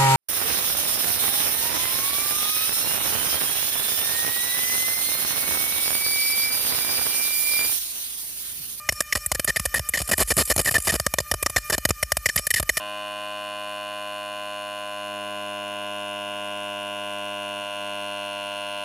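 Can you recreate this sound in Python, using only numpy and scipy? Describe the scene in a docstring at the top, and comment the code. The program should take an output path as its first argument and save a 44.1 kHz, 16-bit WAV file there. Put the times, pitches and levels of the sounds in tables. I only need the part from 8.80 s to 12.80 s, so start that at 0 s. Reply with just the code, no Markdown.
"""Sharp, ringing knocks and skids of a steel ball, thrown about in a tube by the field of its coils.
Each contact is a burst of tiny impacts that echoes between the tube's ends and jolts the mount.
For a second in the middle the ball races round with a bright, uneven scrape. Underneath, the
rolling ball hisses and the coils whine faintly; both dip briefly at loud contacts."""
import sys
import numpy as np
from scipy import signal
from scipy.fft import rfft, irfft
from scipy.io import wavfile
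from scipy.ndimage import uniform_filter1d

SR = 44100
rng = np.random.default_rng(int(sys.argv[2]) if len(sys.argv) > 2 else 0)


def to_wav(s):
    """Save 16-bit WAV."""
    ch = np.atleast_2d(s).T  # columns
    pcm = np.round(np.clip(ch, -1, 1) * 32767)  # PCM
    wavfile.write(sys.argv[1], SR, pcm.astype(np.int16))


N = 176400
CONTACT_SAMPLES = 4096
TUBE_SPACING_HZ, SING_HZ = 603.5, 5445


def from_db(db):
    """Decibels to gain."""
    return 10 ** (np.asarray(db) / 20)


def unit_rms(x):
    """Scale to unit rms."""
    return x / np.sqrt(np.mean(x ** 2) + 1e-20)


def butter(x, hz, kind):
    """Second-order Butterworth filter."""
    return signal.sosfilt(signal.butter(2, hz, kind, fs=SR, output="sos"), x)


def colour(points, size):
    """Causal frequency response through (freq_hz, gain_db) points."""
    hz, db = np.transpose(points)
    f = np.maximum(np.arange(size // 2 + 1) * SR / size, 1)
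    gain = from_db(np.interp(np.log(f), np.log(hz), db))
    cepstrum = irfft(np.log(gain))
    cepstrum[1:size // 2] *= 2
    cepstrum[size // 2 + 1:] = 0
    return np.exp(rfft(cepstrum))


def tube(echo, size, detune=0):
    """Response of sound running between the tube's ends; echo is the share left per round trip."""
    f = np.arange(size // 2 + 1) * SR / size
    return 1 / (1 - echo * np.exp(-2j * np.pi * f / (TUBE_SPACING_HZ * (1 + detune))))


# Wall spectrum: freq_hz, gain_db
WALL_SPECTRUM = [(100, 5), (600, -4.5), (850, -3), (1250, 0), (1800, 4), (2350, -0.5), (3000, -2.5),
                 (3800, -7.5), (5300, 2), (6000, -3.5), (7000, 9), (9400, 9.5), (10500, 12), (12500, 3.5),
                 (14000, 1)]
def wall(size):
    """Response of the tube wall to steel."""
    return colour(WALL_SPECTRUM, size)


def rumble():
    """Faint, steady low noise."""
    return from_db(-58.5) * unit_rms(butter(rng.standard_normal(N), (40, 110), "band"))


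# Coil whine: harmonic, rms_db
COIL_HARMONICS = [(1, -59.5), (2, -42.5), (4, -49)]
def coils(pitch_hz=604):
    """The coils whine steadily on a few harmonics."""
    t = np.arange(N) / SR
    return sum(np.sqrt(2) * from_db(db) * np.sin(2 * np.pi * (harmonic * pitch_hz * t + rng.random()))
               for harmonic, db in COIL_HARMONICS)


# Hiss spectrum: freq_hz, gain_db
HISS_SPECTRUM = [(60, 15), (300, -3), (900, -18.5), (1400, 6), (1850, 6), (2700, 4), (3600, -6.5),
                 (5300, 2), (7300, 1), (9300, -0.5), (10400, 5), (12500, -5), (14000, 10.5)]
# Hiss envelope: time_s, level_db
HISS_LEVELS = [(0, -38.5), (.18, -33), (.58, -34), (.85, -30), (1.12, -34.5), (2.189, -33), (2.6, -35),
               (2.82, -31.5), (3.2, -35), (3.549, -35), (3.85, -37.5), (4, -24.5)]
def rolling(side_db=-29.5):
    """Fine roughness of the wall hisses under the ball and echoes in the tube."""
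    roughness = rfft(rng.standard_normal((2, N)))
    mid, side = unit_rms(irfft(roughness * colour(HISS_SPECTRUM, N) * tube(echo=0.85, size=N)))
    hiss = mid + from_db(side_db) * np.array([side, -side])
    return hiss * from_db(np.interp(np.arange(N) / SR, *np.transpose(HISS_LEVELS)))


def glance(levels_db, full_db=11):
    """How glancing a contact is, 0-1: its ring stands out over its body."""
    body_db, ring_db = levels_db[1:3]
    return np.clip((ring_db - body_db) / full_db, 0, 1) ** 2


def rolling_on(decay_s=0.13, sing_width_hz=33):
    """After a glancing contact the ball rubs the wall until the next knock; one resonance sings."""
    t, pressure = np.arange(N) / SR, np.zeros(N)
    for start_s, _, *levels_db in list(KNOCK_CONTACTS) + list(SKID_CONTACTS):
        end_s = min([row[0] for row in KNOCK_CONTACTS if row[0] > start_s], default=np.inf)
        fade = (t > start_s) * (t < end_s) * np.exp(-np.abs(t - start_s) / decay_s)
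        pressure = np.maximum(pressure, glance(levels_db) * fade)
    rub = irfft(rfft(rng.standard_normal(N)) * wall(N) * tube(echo=0.84, size=N))
    rub = unit_rms(butter(rub, (2040, 12100), "band"))
    resonance = signal.iirpeak(SING_HZ, SING_HZ / sing_width_hz, fs=SR)
    sing = unit_rms(signal.lfilter(*resonance, rng.standard_normal(N)))
    return pressure * (from_db(-37) * rub + from_db(-39) * sing)


def racing(start_s=1.17, end_s=2.23, lap_s=0.17, lap_peak_s=1.585):
    """The circling ball scrapes; an echo sweeps with its place and a very faint ring swells each lap."""
    t = np.arange(N) / SR
    lap = np.cos(2 * np.pi * (t - lap_peak_s) / lap_s)
    delay_s = 0.00076 * (1 - 0.114 * lap)
    scrape = irfft(rfft(rng.standard_normal(N)) * wall(N))
    scrape = sum(0.78 ** k * np.interp(t - k * delay_s, t, scrape) for k in range(4))
    scrape = unit_rms(butter(scrape, 4900, "high"))
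    ring = unit_rms(butter(rng.standard_normal(N), (10700, 11000), "band"))
    flutter = unit_rms(uniform_filter1d(uniform_filter1d(rng.standard_normal(N), size=300), size=200))
    progress = np.clip((t - start_s) / (end_s - start_s), 0, 1)
    swell = np.abs(np.sin(np.pi * progress))
    return scrape * swell ** 0.25 * from_db(-38.5 + 5.5 * flutter) + ring * swell * from_db(-98 + 16 * lap)


# Contact bands (thud, body, ring, clack, tick): low_hz, high_hz
BANDS = [(56, 200.5), (150, 850), (1710, 1910), (2250, 5760), (8200, 22000)]
RING = 2
def band_responses(ring_hz, sing_gain=0, sing_width_hz=150):
    """The wall's sound in five bands; the singing resonance can sound along with the ring."""
    f = np.arange(CONTACT_SAMPLES // 2 + 1) * SR / CONTACT_SAMPLES
    edges_hz = [ring_hz if k == RING else band for k, band in enumerate(BANDS)]
    filters = [signal.butter(2, hz, "band", fs=SR, output="sos") for hz in edges_hz]
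    responses = np.array([signal.sosfreqz(sos, f, fs=SR)[1] for sos in filters])
    resonance = signal.iirpeak(SING_HZ, SING_HZ / sing_width_hz, fs=SR)
    responses[RING] += sing_gain * signal.freqz(*resonance, f, fs=SR)[1]
    return responses * wall(CONTACT_SAMPLES)


def glide(ring, sharp_share, settle_s=0.00302):
    """The ring starts sharp and settles; the singing resonance above it holds its pitch."""
    t = np.arange(CONTACT_SAMPLES) / SR
    split_hz = np.sqrt(BANDS[RING][1] * SING_HZ)
    warped_s = t + sharp_share * settle_s * (1 - np.exp(-t / settle_s))
    return butter(ring, split_hz, "high") + np.interp(warped_s, t, butter(ring, split_hz, "low"))


ATTACK_S, RELEASE_S, CRACK_AT_S = 0.0007, 0.0016, 0.001215
DAMP_AFTER_S, DAMP_S, RING_DAMP_S = 0.0036, 0.0095, 0.0041
def contacts(rows, responses, echo=0.47, sag_db=2.5, grain_db=3, crack=0):
    """Bursts of tiny uneven impacts echo in the tube, each band at its own level; the thud rings on."""
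    size = CONTACT_SAMPLES
    out, t = np.zeros(N + size), np.arange(size) / SR
    for start_s, length_s, *levels_db in rows:
        length_s = max(length_s, 0.002)
        after_s = np.maximum(t - length_s, 0)
        sag = from_db(-sag_db * np.minimum(t / length_s, 1))
        envelope = np.minimum(t / ATTACK_S, 1) * sag * np.exp(-after_s / RELEASE_S)
        signs = rng.choice([-1, 1], size)
        impacts = unit_rms(signs * from_db(grain_db * np.minimum(rng.exponential(1, size), 5)))
        impacts[int(CRACK_AT_S * SR)] += crack
        detune = 0.004 * rng.standard_normal()  # resonances shift with the ball's place
        bands = irfft(rfft(impacts * envelope) * responses * tube(echo, size, detune))
        bands[RING] = glide(bands[RING], sharp_share=0.431 * glance(levels_db))
        bands[1:] *= np.exp(-np.maximum(after_s - DAMP_AFTER_S, 0) / DAMP_S)
        bands[RING] *= np.exp(-after_s / RING_DAMP_S)
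        bands *= np.sqrt(length_s * SR / np.sum(bands ** 2, axis=1, keepdims=True))
        onset = int(start_s * SR)
        out[onset:onset + size] += from_db(levels_db) @ bands
    return out[:N]


# Grazes: start_s, length_s, tick_db
GRAZE_CONTACTS = [(0.22, 0.0029, -28.5), (1.922, .004, -21), (1.275, 0.0076, -25), (1.475, 0.034, -27.5),
                  (1.674, 0.036, -27.5), (1.846, 0.025, -24), (2.001, 0.0038, -24), (2.048, 0.021, -25.5)]
def grazes(low_offset_db=-20.5, clack_offset_db=-7.5):
    """The ball brushes the wall: light and bright, mostly tick."""
    offsets_db = np.array([low_offset_db] * 3 + [clack_offset_db, 0])
    rows = [(start_s, length_s, *(tick_db + offsets_db)) for start_s, length_s, tick_db in GRAZE_CONTACTS]
    return contacts(rows, band_responses(BANDS[RING]))


# Skids: start_s, length_s, thud_db, body_db, ring_db, clack_db, tick_db
SKID_CONTACTS = [(0.1225, 0.0044, -31, -32, -33.5, -28, -22), (0.352, 0.0097, -26.5, -25, -22, -20.5, -21),
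                 (0.368, 0.0099, -43, -35, -40, -29, -25.5), (0.547, 0.0095, -34, -31, -28, -25, -23),
                 (0.675, 0.03, -33, -29, -22.5, -23.5, -24.5),
                 (0.796, 0.0039, -22.5, -29.5, -28, -21.5, -19), (0.955, 0.029, -45, -35, -29, -27.5, -26),
                 (0.993, 0.0026, -19.5, -24.5, -27, -21.5, -19.5),
                 (1.172, 0.0094, -35, -32, -24, -23.5, -25.5), (1.188, 0.0091, -52, -48, -47, -26.5, -25),
                 (1.2, 0.0088, -26, -30.5, -41, -27, -27), (1.216, 0.0065, -30.5, -30.5, -39, -25.5, -22),
                 (1.289, 0.013, -60, -29.5, -53, -27.5, -23), (1.313, 0.012, -30, -21.5, -24, -19, -17),
                 (1.33, 0.01, -30, -26, -18, -20.5, -20), (1.391, 0.0088, -25, -29, -29, -23.5, -23),
                 (1.401, 0.026, -29, -22, -27, -21, -17), (1.43, 0.0027, -30, -36, -33, -23, -19),
                 (1.503, 0.02, -28.5, -24, -22.5, -20, -18.5), (1.576, 0.023, -27, -21.5, -26.5, -20, -16),
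                 (1.599, 0.026, -33, -25, -43, -21.5, -19.5), (1.699, 0.025, -30, -23, -23, -20, -18),
                 (1.791, 0.013, -50, -21, -32, -20, -17), (1.811, 0.0083, -46, -36, -42, -28, -22),
                 (1.857, 0.0038, -28, -30, -20, -21.5, -41), (1.87, 0.024, -53, -29.5, -21, -24, -21),
                 (1.91, 0.006, -26.5, -29, -47, -24, -18),
                 (1.941, 0.028, -31.5, -26.5, -17.5, -22.5, -21.5),
                 (2.09, 0.018, -36, -29.5, -21.5, -21, -22.5), (2.12, 0.016, -27, -33, -48, -27, -25),
                 (2.139, 0.0045, -26, -19.5, -31, -22, -19.5), (2.151, 0.012, -34, -27, -38, -25, -22.5),
                 (2.198, 0.0024, -21.5, -19.5, -22, -16, -15), (2.539, 0.0047, -25, -22, -38, -23.5, -21.5),
                 (2.697, 0.0059, -35, -32.5, -50, -29.5, -23.5),
                 (2.777, 0.01, -42.5, -32.5, -29.5, -25, -24.5),
                 (2.923, 0.028, -32, -27, -24.5, -21.5, -23), (3.089, 0.0092, -26, -31.5, -41, -25, -21),
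                 (3.105, 0.0045, -16.5, -16, -27, -16.5, -22.5),
                 (3.488, 0.011, -50, -35.5, -22.5, -23.5, -27), (3.587, 0.0091, -35, -30.5, -48, -28, -24),
                 (3.704, 0.0095, -41, -38, -18.5, -20.5, -16), (3.739, 0.0087, -32, -34, -22, -18, -16.5),
                 (3.759, 0.031, -54, -44, -24.5, -27, -24)]
def skids():
    """The ball skids and chatters along the wall with a narrow ring."""
    return contacts(SKID_CONTACTS, band_responses(BANDS[RING]))


# Knocks: start_s, length_s, thud_db, body_db, ring_db, clack_db, tick_db
KNOCK_CONTACTS = [(0.0887, 0.0068, -28.5, -24.5, -14, -16.5, -18.5),
                  (0.2045, 0.0038, -29, -21.5, -18, -14, -12), (0.324, 0.0087, -43, -35.5, -17, -21, -21),
                  (0.461, 0.0025, -28.5, -36, -31, -26.5, -11.5),
                  (0.516, 0.005, -26, -20, -22.5, -16, -14.5),
                  (0.595, 0.0048, -29.5, -22.5, -22.5, -19.5, -17),
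                  (0.6447, 0.004, -42, -33, -32, -26.5, -13), (0.76, 0.013, -35, -30, -21.5, -22, -20.5),
                  (0.853, 0.0076, -27, -25.5, -23, -21, -16), (0.941, 0.0083, -31, -25.5, -19.5, -24, -18),
                  (1.088, 0.007, -36, -36.5, -47, -31.5, -15), (1.136, 0.026, -44, -35.5, -22, -26.5, -25),
                  (1.379, 0.006, -29, -25, -27, -23, -15.5), (1.567, 0.0028, -19, -25, -41, -21.5, -12.5),
                  (1.762, 0.0029, -19, -19.5, -28, -18.5, -13),
                  (1.778, 0.006, -23.5, -21.5, -29, -18.5, -16.5),
                  (1.981, 0.0027, -23.5, -20.5, -32, -20, -19), (2.07, 0.014, -32, -23, -23, -20.5, -18),
                  (2.264, 0.0033, -24, -15.5, -13.5, -14, -13.5),
                  (2.3382, 0.002, -24, -16.5, -19, -14.5, -12),
                  (2.384, 0.0044, -30, -18.5, -15.5, -15, -16.5),
                  (2.402, 0.0046, -25.5, -25, -41, -23, -23), (2.5131, 0.0056, -23.5, -20.5, -17, -17, -15),
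                  (2.626, 0.0051, -27, -23, -24, -20, -15), (2.661, 0.0059, -32, -20.5, -17.5, -17, -18),
                  (2.761, 0.0087, -23, -21.5, -15, -17.5, -17.5),
                  (2.898, 0.0098, -36, -25.5, -22, -23, -19), (2.98, 0.0018, -27, -18.5, -29, -17.5, -16),
                  (3.051, 0.0048, -21, -16.5, -13.5, -13, -13), (3.227, 0.0056, -26, -22, -17, -19, -14.5),
                  (3.3186, 0.003, -25, -18, -14, -13.5, -11),
                  (3.3684, 0.0034, -25, -21.5, -22, -18.5, -13.5),
                  (3.457, 0.0097, -30, -26.5, -15.5, -18, -18),
                  (3.559, 0.0066, -24, -26.5, -23, -20.5, -12.5),
                  (3.575, 0.0098, -55, -38, -23.5, -20.5, -45), (3.667, 0.0058, -35, -30.5, -26, -21, -15),
                  (3.797, 0.0054, -20.5, -22.5, -40, -21.5, -17),
                  (3.827, 0.003, -29, -28.5, -27, -25.5, -19),
                  (3.8916, 0.0073, -33.5, -25, -15, -16.5, -17), (3.969, 0.0094, -36, -29, -23, -20.5, -18)]
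def knocks():
    """The ball hits hard: an early crack, a broader ring and the singing resonance."""
    responses = band_responses(ring_hz=(1653, 2130), sing_gain=from_db(-3.5))
    return contacts(KNOCK_CONTACTS, responses, echo=0.56, sag_db=2, grain_db=2.5, crack=from_db(8.5))


def held_excess_db(x, threshold_db=-41, recovery_db_per_s=343):
    """Level over the threshold; each peak is let go at a steady rate."""
    level_db = 10 * np.log10(np.maximum(uniform_filter1d(x ** 2, size=256), 1e-12))
    excess_db = np.maximum(level_db - threshold_db, 0)
    recovery_db = recovery_db_per_s * np.arange(N) / SR
    held_db = np.maximum.accumulate(excess_db + recovery_db) - recovery_db
    return uniform_filter1d(held_db, size=256)


def scene():
    """The ball in the centre, whine and hiss dipping under its contacts, over a faint noise floor."""
    hits = knocks() + skids() + grazes()
    excess_db = held_excess_db(hits)
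    low_floor = rumble()
    whine = from_db(-0.89 * excess_db) * coils()
    hiss = from_db(-0.27 * excess_db) * (rolling() + rolling_on())
    scrape = racing()
    mic_noise = from_db(-56) * rng.standard_normal((2, N))
    return mic_noise + low_floor + whine + hiss + scrape + hits


def record(dry, low_cut_hz=45.5, top_cut_hz=14000):
    """A steep low cut that rings after each thud, rounded peaks and a steep top cut."""
    x = signal.sosfilt(signal.cheby1(6, 0.59, low_cut_hz, "high", fs=SR, output="sos"), dry)
    x = 0.91 * np.tanh(x / 0.86)
    return signal.sosfilt(signal.ellip(10, 0.3, 70, top_cut_hz, fs=SR, output="sos"), x)


dry = scene()
out = record(dry)
to_wav(out)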